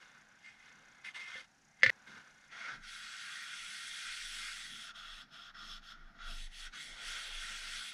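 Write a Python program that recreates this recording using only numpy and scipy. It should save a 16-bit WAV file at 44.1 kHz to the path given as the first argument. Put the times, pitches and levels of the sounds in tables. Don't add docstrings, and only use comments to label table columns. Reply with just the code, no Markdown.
import sys
import numpy as np
from scipy import signal
from scipy.fft import rfft, irfft
from scipy.io import wavfile

SR = 44100
rng = np.random.default_rng(int(sys.argv[2]) if len(sys.argv) > 2 else 0)


def waveform_to_disk(signal):
    frames = np.transpose(np.atleast_2d(signal))
    scaled = np.clip(frames, -1, 1) * 32767
    samples = np.round(scaled).astype(np.int16)
    wavfile.write(sys.argv[1], SR, samples)


N = 349713
TIME = np.arange(N) / SR

# [f/Hz, width of each filter pass/Hz, relative level on face/dB, relative level on rim/dB]
PLATTER_MODES = [
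    [(1232, 180, -9, -2.5), (1390, 122, 5, 5), (1526, 262, 5, -4.5)],
    [(510.5, 530, -8.5, 1.5), (682, 65, -6, 22), (870, 38, -9, 15), (975, 770, -4, -36)],
    [(1893, 225, 0.5, -5), (2132, 164, 2, -14), (2412, 183, -4, -18)],
    [(2725, 640, -1.5, -3), (3344, 540, 2, 4.5), (3372, 136, -0.5, 2.5), (3848, 130, -0.5, 0),
     (4370, 850, -5, -6.5), (4600, 1600, -7, -33), (5247, 340, -8, -0.5), (5630, 700, -6.5, -12),
     (6250, 680, -8, -16), (6680, 760, -13.5, -15.5)],
    [(7720, 900, 0, -6.5), (8260, 140, 0, -14), (8760, 510, -3, -6), (9820, 1190, -1.5, -8),
     (11040, 780, -34, -6.5), (12300, 1400, -36, -14), (13700, 5200, -22.5, -22)],
]
# [level on face/dB, level on rim/dB, share of the speed]
PLATTER_BALANCE = [(-7, -9, -0.21), (-1.5, -1, -0.0098), (-7, -14.5, -0.0046), (-6.5, -1.5, 0.36),
                   (-18, -20.5, 0.86)]
BODY_NOTE_SHARES = [0.7, 0.11, -0.23, -0.083, -0.11]
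# [t/s, level before the shares/dB]
BODY_NOTE = [(2.5, -6), (2.62, -0.5), (2.69, 4.5), (2.77, 1), (3.0, 0), (3.3, 2.5), (3.6, -1), (4.1, -1.5),
             (4.29, -3.5), (4.46, 2), (4.7, -2.5), (4.9, 2.5), (5.5, 1), (6.2, -0.5), (6.3, 5), (6.45, -11),
             (6.6, -2.5), (6.75, 2), (6.83, -7.5), (7.1, -0.5), (7.43, -2), (7.72, -1.5), (7.82, 6.5),
             (7.93, -4.5)]
# [t/s, place from 0 on the face to 1 on the rim]
CLOTH_PLACE = [(2.49, 0.066), (4.55, 0.022), (4.95, 0.73), (5.5, 0.99), (6.1, 0.84), (6.3, 0.8),
               (6.45, 0.33), (6.65, 0.37), (6.8, 0.11), (7.0, 0.17), (7.93, 0.053)]
# [start t/s, length/s, attack/s, release/s]
CLOTH_STROKES = [(2.48, 0.34, 0.043, 0.06), (2.785, 2.152, .06, .024), (4.926, 0.35, 0.031, 0.058),
                 (5.281, 0.248, 0.063, .025), (5.533, 0.292, 0.015, 0.046), (5.806, .35, 0.025, .05),
                 (6.12, 0.394, 0.034, 0.041), (6.482, 0.23, 0.036, 0.04), (6.714, 1.24, 0.022, 0.017)]
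# [t/s, level before balance/dB, speed as brightness before shares/dB, low wood against level/dB]
HAND_MOTION = [(2.5, -51.5, -18, -22), (2.53, -49.5, -17, -16), (2.6, -48.5, -9, -15.5),
               (2.69, -43.5, -16, -18), (2.77, -52.5, -10, -16), (2.83, -51.5, -7, -29),
               (2.91, -49.5, 4, -29), (3.3, -45.5, 1, -37), (3.57, -47, 4, -30), (3.85, -47, 8, -28),
               (4.15, -44, 4.5, -33), (4.28, -46.5, 8, -34), (4.46, -44, 7, -28), (4.73, -51, 7.5, -36),
               (4.88, -50, 4, -24), (5.0, -51, -4, -24), (5.17, -51.5, -2.5, -23), (5.4, -53, -8, -21),
               (5.56, -50.5, -16, -27), (5.575, -51, -14, -26), (5.67, -50, -6, -22),
               (5.72, -47.5, -3, -32), (5.84, -57, -5, -25), (5.92, -50.5, -9, -25),
               (5.97, -61.5, -27, -20), (6.13, -62, -30, -10), (6.18, -58.5, -25, -21),
               (6.21, -49, -23, -24), (6.29, -49.5, 3.5, -15.5), (6.4, -53.5, 8.5, -26),
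               (6.52, -60, 5.5, -26), (6.6, -49.5, 7.5, -30), (6.75, -48, 0.5, -21), (6.83, -49, 8.5, -26),
               (6.96, -51, -2, -14), (7.08, -42.5, 4.5, -23), (7.18, -41.5, -1, -25), (7.21, -45, 4, -20),
               (7.31, -48, 3.5, -15.5), (7.43, -44, 5, -25.5), (7.6, -46.5, 6.5, -20.5),
               (7.76, -44.5, 6, -24.5), (7.93, -49, 11, -29)]
SPEED_UP_S, SLOW_DOWN_S, AT_REST_DB = 0.043, 0.058, -18
CREEP_DB = -17


def cloth():
    level_db, speed_db, wood_db = in_time(HAND_MOTION)
    place = np.clip(in_time(CLOTH_PLACE)[0], 0, 1)
    body_db, = in_time(BODY_NOTE)
    contact = sum(ramp(*stroke) ** 2 for stroke in CLOTH_STROKES)
    contact = contact + from_db(CREEP_DB) * (TIME > CLOTH_STROKES[0][0])
    moving = sum(ramp(start, length, SPEED_UP_S, SLOW_DOWN_S) for start, length, *_ in CLOTH_STROKES)
    speed_db = speed_db + AT_REST_DB * (1 - np.minimum(moving, 1))
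    gains = []
    for (face_db, rim_db, speed_share), body_share in zip(PLATTER_BALANCE, BODY_NOTE_SHARES):
        place_db = face_db + place * (rim_db - face_db)
        group_db = level_db + place_db + speed_share * speed_db + body_share * body_db
        gains.append(contact * from_db(group_db))
    gains[1] = gains[1] * from_db(wood_db)
    return rubbing(gains, PLATTER_MODES, place, per_s=9000., spread_db=1.0, judder_db=0.37, judder_hz=80.6)


# [f/Hz, width of each filter pass/Hz, relative level/dB]
SLID_MODES = [
    [(1290, 1200, -12.5), (1505, 320, -3)],
    [(520, 210, -4.5), (870, 2200, -2), (1000, 110, -1)],
    [(1760, 110, 6), (2090, 134, 13.3), (2500, 140, 1.7)],
    [(2790, 350, 1), (3250, 790, -0.5), (3780, 67, -3), (4670, 790, -7), (5480, 570, -7.5),
     (6300, 800, -10.5)],
    [(7530, 440, -4), (8240, 960, -6), (9500, 1600, -10.5), (12600, 3200, -33)],
]
# [level/dB, share of the body tilt, share of the brightness]
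SLID_BALANCE = [(-6.5, 0.81, 0.035), (-15.5, 1, 0), (-6.5, -0.46, 0.3), (-11, -0.017, 0.81),
                (-27, -0.13, 0.71)]
SCUFF_EVENTS = [(0.0, 0.058, 0.026, .03, -58, -63, -1, 1), (0.426, .14, 0.037, 0.079, -57.5, -53, -12, -7),
                (0.56, 0.22, .03, 0.055, -66, -64, -9, -7),
                (1.036, .1, 0.012, 0.052, -45.5, -44.5, -8.5, 0.5),
                (1.136, 0.066, .012, 0.018, -42.5, -45, -8.5, -0.5),
                (1.19, 0.1, 0.0067, 0.024, -46.5, -48.5, -10.5, -0.5),
                (1.247, .21, 0.035, 0.089, -53, -40.5, -2.5, 2),
                (2.054, 0.21, 0.023, 0.078, -58, -60.5, 4, 6.5), (2.224, 0.13, 0.023, .07, -67, -64, 2, 3)]
# [t/s, level/dB, body against ring/dB, brightness/dB]
SHUFFLING = [(0, -62.5, 5, 2.5), (.21, -62, 2, -3), (.28, -71.5, 12, -8), (.45, -66, -2, 8),
             (.78, -63, 7, -1.5), (1.02, -59.5, -2, -7), (1.14, -65.5, 5, 3), (1.45, -67, 4, 11),
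             (1.5, -95, -2, -5), (1.76, -74, -8, -3), (1.8, -66, -2, 6), (1.92, -70.5, 11.5, -4),
             (2.06, -70.5, 12, -6), (2.35, -67, 3.5, 1), (2.46, -62.5, 2.5, 0), (2.52, -88, 0, 5)]
SHUFFLING_BALANCE_DB = [-0.5, 5, 0.5, 0.5, 2.5]


def slid_object():
    base_db, tilt_shares, bright_shares = np.transpose(SLID_BALANCE)[:, :, None]

    def colour_db(tilt_db, bright_db):
        return base_db + tilt_shares * tilt_db + bright_shares * bright_db

    level_db, tilt_db, bright_db = in_time(SHUFFLING)
    gains = from_db(level_db + np.c_[SHUFFLING_BALANCE_DB] + colour_db(tilt_db, bright_db))
    for start, length, rise_s, fall_s, start_db, end_db, tilt_db, bright_db in SCUFF_EVENTS:
        level = from_db(np.interp(TIME, [start, start + length], [start_db, end_db]))
        level = level * ramp(start, length, rise_s, fall_s) ** 2
        gains = gains + from_db(colour_db(tilt_db, bright_db)) * level
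    return rubbing(gains, SLID_MODES, 0, per_s=5500.0, spread_db=3.0, judder_db=1.0, judder_hz=40.0)


# [t/s, level at 2 kHz/dB, brightness/dB per octave]
BLOWS = [(1.3535, -36, -6.5), (1.8115, -44, -2), (1.822, -31, -1), (1.8327, -4.5, 0), (1.8625, -12, -2),
         (1.8955, -14.5, -3)]
# [f/Hz, relative level/dB, t60/s]
RINGING_MODES = [(524, -32, 0.17), (1480, -32.5, 0.3), (1775, -13, .085), (1990, -2.5, .019),
                 (2100, -13, .08), (2220, -35.5, 0.079), (2500, -10.5, 0.0087), (2720, -23, 0.024),
                 (3160, -29.5, 0.023), (3800, -32, 0.018), (4610, -22, 0.017), (6300, -29, 0.019)]
# [f/Hz, width of each filter pass/Hz, relative level/dB, t60/s]
CLATTER_BANDS = [(253, 310, -41, 0.033), (547, 41, -43.5, .1), (950, 330, -67, 0.062),
                 (1950, 460, -28, 0.32), (3400, 1700, -28.5, 0.12), (4750, 970, -30, 0.074),
                 (6250, 1500, -49, 0.04), (8800, 2000, -51, .04)]
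# [f/Hz, level/dB, t60/s]
BENCH_THUD = (114.5, -40, 0.56)
THUD_S, THUD_HUSHED_S, THUD_HUSH_S = 1.862, 1.897, .012
KNOCK_STOPS_S = 1.9028


def knocks():
    out = np.zeros(N)
    blow_s, blow_db, tilt_db = np.transpose(BLOWS)
    chance_db = rng.normal(0, 1, (len(BLOWS), len(RINGING_MODES)))

    def blows(hz, level_db):
        clicks = np.zeros(N)
        octaves = np.log2(hz / 2000)
        clicks[np.round(blow_s * SR).astype(int)] = from_db(blow_db + level_db + tilt_db * octaves)
        return clicks + 1e-18

    for k, (hz, level_db, t60) in enumerate(RINGING_MODES):
        softened = resonance(blows(hz, level_db + chance_db[:, k]), hz, hz)
        out += ring(softened, hz, t60)
    for hz, width, level_db, t60 in CLATTER_BANDS:
        decay = from_db(-60 / (t60 * SR))
        fading = signal.lfilter([1], [1, -decay], blows(hz, level_db))
        fading = signal.lfilter([.04], [1, -.96], fading)
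        out += fading * rms_one(resonance(rng.standard_normal(N), hz, width))
    hz, level_db, t60 = BENCH_THUD
    since = np.maximum(TIME - THUD_S, 0)
    envelope = from_db(level_db - 60 * since / t60) * np.minimum(since / .012, 1)
    hush = np.clip((THUD_HUSHED_S - TIME) / THUD_HUSH_S, 0, 1)
    out += envelope * hush * np.sin(2 * np.pi * hz * since)
    out = signal.sosfilt(signal.butter(6, 10000, fs=SR, output="sos"), out)
    return out * (TIME < KNOCK_STOPS_S)


# [t/s, hold/s, level/dB, rise/dB per s, fall/dB per s]
ROCKING_PUSHES = [(2.81, .01, -58.5, 200, 78), (3.64, 0.0092, -67, 170, 240), (3.92, .01, -68, 165, 600),
                  (4.1, .01, -61, 200, 230), (4.25, 0.0092, -56.5, 200, 26), (5.14, 0.0091, -55.5, 90, 193),
                  (5.75, 0.014, -53, 69, 114), (6.06, 0.0073, -51.5, 90, 318), (6.27, 0.2, -44, 210, 225),
                  (6.67, 0.0046, -49, 74, 300), (6.93, .01, -54, 218, 450), (7.08, 0.0068, -50.5, 340, 113),
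                  (7.37, 0.0064, -46, 131, 140), (7.44, .34, -56, 137, 300)]
# [t/s, f/Hz]
ROCKING_PITCH = [(2.6, 23.5), (3.35, 25.3), (3.5, 22), (4.1, 22.1), (4.18, 25.22), (7.93, 24.37)]
# [t/s, hold/s, level/dB, rise/dB per s, fall/dB per s]
MACHINE_BUMPS = [(.79, 0.009, -73, 60, 180), (1.37, .01, -68, 180, 190), (1.84, 0.027, -56, 459, 397),
                 (2.1, 0.087, -63, 230, 200), (2.74, 0.0091, -65.5, 58, 92), (4.46, .01, -71.5, 29, 251.5),
                 (4.75, 0.011, -64, 93, 102), (5.21, .01, -67.5, 206, 29), (5.59, .01, -65, 180, 36),
                 (5.99, 0.012, -67.5, 130, 39), (6.36, 0.011, -67, 25, 160), (6.78, .01, -66, 80, 25),
                 (7.55, .01, -69.5, 40, 500), (7.66, 0.25, -73, 120, 100)]
# [f/Hz, width of each filter pass/Hz, relative level/dB]
RUMBLE_RESONANCES = [(107, 13, -3), (137, 29, -2), (170.3, 148, 2), (215, 10, 9), (257.5, 49, -5)]
RUMBLE_DB = -77


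def stand():
    cycles = np.cumsum(in_time(ROCKING_PITCH)[0]) / SR
    rocking_level = np.sqrt(2) * from_db(swells(ROCKING_PUSHES, rest_db=-100))
    rocking = rocking_level * np.sin(2 * np.pi * cycles)
    rumble = resonate(rng.standard_normal(N), RUMBLE_RESONANCES, wander_db=2.0)
    return rocking + from_db(swells(MACHINE_BUMPS, RUMBLE_DB)) * rumble


# [t/s, level before a fixed lift of 7 dB/dB]
INSECT_LEVEL = [(0, -79), (.35, -79.5), (.5, -84), (.7, -77), (1.0, -80), (1.5, -79.5), (2.0, -78.5),
                (2.5, -77.5), (2.8, -120)]
# [f/Hz, width of each filter pass/Hz, relative level/dB]
INSECT_RESONANCES = [(5840, 960, -8.5), (6000, 530, -8.5), (6700, 570, -8.5), (9960, 900, -20.5)]
# [from t/s, rasps per s]
RASP_RATES = [(0, 29.95), (.2, 28.43), (.5, 30.85), (1.3, 29.1), (1.6, 30.2), (1.7, 34.5), (1.8, 31.52),
              (2.3, 29.23)]
RASP_PHASE = -.49


def insect():
    from_s, per_s = np.transpose(RASP_RATES)
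    rate = per_s[np.searchsorted(from_s, TIME, "right") - 1]
    count = RASP_PHASE + np.cumsum(rate) / SR
    burst = np.clip(2.6 * (np.cos(2 * np.pi * count) - .4), 0, 1)
    strengths = from_db(rng.normal(0, 1.1, 400))
    strength = strengths[np.round(count).astype(int) % 400]
    level = from_db(in_time(INSECT_LEVEL)[0] + 7.0)
    return level * burst * strength * resonate(rng.standard_normal(N), INSECT_RESONANCES)


# [f/Hz, relative spectral level/dB]
AIR_COLOUR = [(12, -31.5), (20, 3), (86, -8.5), (210, -9.5), (527, -14), (769, -1.5), (1060, -11),
              (1600, -0.5), (2270, -9.5), (3500, -16), (5690, -12.5), (6690, -14), (8080, -21.5),
              (10000, -25), (12800, -40.5), (16600, -61), (22000, -120)]
# [t/s, level/dB]
TREBLE_LEVEL = [(0, -4), (4.6, 4.5), (4.9, -16), (6.0, -22), (6.7, -1), (7.0, -5)]
AIR_DB = -70


def room_tone():
    hz = np.maximum(np.fft.rfftfreq(N, 1 / SR), 10)
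    colour_hz, colour_db = np.transpose(AIR_COLOUR)
    colour = from_db(np.interp(np.log(hz), np.log(colour_hz), colour_db))
    air = from_db(AIR_DB) * rms_one(irfft(rfft(rng.standard_normal(N)) * colour, N))
    treble = signal.sosfiltfilt(signal.butter(6, 5800, "high", fs=SR, output="sos"), air)
    return air + treble * (from_db(in_time(TREBLE_LEVEL)[0]) - 1)


def rubbing(gains, groups, place, per_s, spread_db, judder_db, judder_hz):
    sizes = from_db(spread_db * np.minimum(rng.exponential(1, N), 5)) * rng.choice([-1, 1], N)
    slips = sizes * (rng.random(N) < per_s / SR)
    voices = [resonate(slips, modes, place, wander_db=1.76) for modes in groups]
    out = sum(gain * voice for gain, voice in zip(gains, voices))
    return out * from_db(judder_db * drift(judder_hz))


def resonate(x, modes, place=0, wander_db=0):
    out, power = 0, 0
    for k, (hz, width, *levels_db) in enumerate(modes):
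        gain = from_db(levels_db[0] + place * (levels_db[-1] - levels_db[0]))
        rung = resonance(np.roll(x, 23011 * k), hz, width)
        out = out + gain * from_db(wander_db * drift(8.1)) * rung
        power = power + gain ** 2 * np.mean(rung ** 2)
    return out / np.sqrt(power)


def resonance(x, hz, width):
    r = np.exp(-np.pi * width / SR)
    row = [(1 - r * r) / 2, 0, (r * r - 1) / 2, 1, -2 * r * np.cos(2 * np.pi * hz / SR), r * r]
    return signal.sosfilt([row, row], x)


def ring(clicks, hz, t60):
    r, w = from_db(-60 / (t60 * SR)), 2 * np.pi * hz / SR
    return signal.lfilter([0, np.sin(w)], [1, -2 * r * np.cos(w), r * r], clicks + 1e-18)


def swells(rows, rest_db):
    out = np.full(N, float(rest_db))
    for start, hold, db, rise, fall in rows:
        before = np.maximum(start - TIME, 0)
        after = np.maximum(TIME - start - hold, 0)
        out = np.maximum(out, db - rise * before - fall * after)
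    return out


def ramp(start, length, rise_s, fall_s):
    return np.clip((TIME - start) / rise_s, 0, 1) * np.clip((start + length - TIME) / fall_s, 0, 1)


def drift(rate):
    r = np.exp(-2 * np.pi * rate / SR)
    noise = rng.standard_normal(N + SR)
    return rms_one(signal.lfilter([1], [1, -2 * r, r * r], noise)[SR:])


def in_time(rows):
    s, *columns = np.transpose(rows)
    return [np.interp(TIME, s, column) for column in columns]


def rms_one(x):
    return x / np.sqrt(np.mean(x ** 2) + 1e-20)


def from_db(db):
    return 10 ** (np.asarray(db) / 20)


def scene():
    return (slid_object() + cloth() + knocks() + stand() + insect() + room_tone())[None]


MIC_HISS_BAND = (4016, 12700)
MIC_HISS_DB = -92.5
STOPBAND_HZ = 15600


def record(dry):
    band = signal.butter(8, MIC_HISS_BAND, "band", fs=SR, output="sos")
    hiss = from_db(MIC_HISS_DB) * rms_one(signal.sosfilt(band, rng.standard_normal(N)))
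    return signal.sosfilt(signal.cheby2(12, 60, STOPBAND_HZ, fs=SR, output="sos"), dry + hiss)


dry = scene()
out = record(dry)
waveform_to_disk(out)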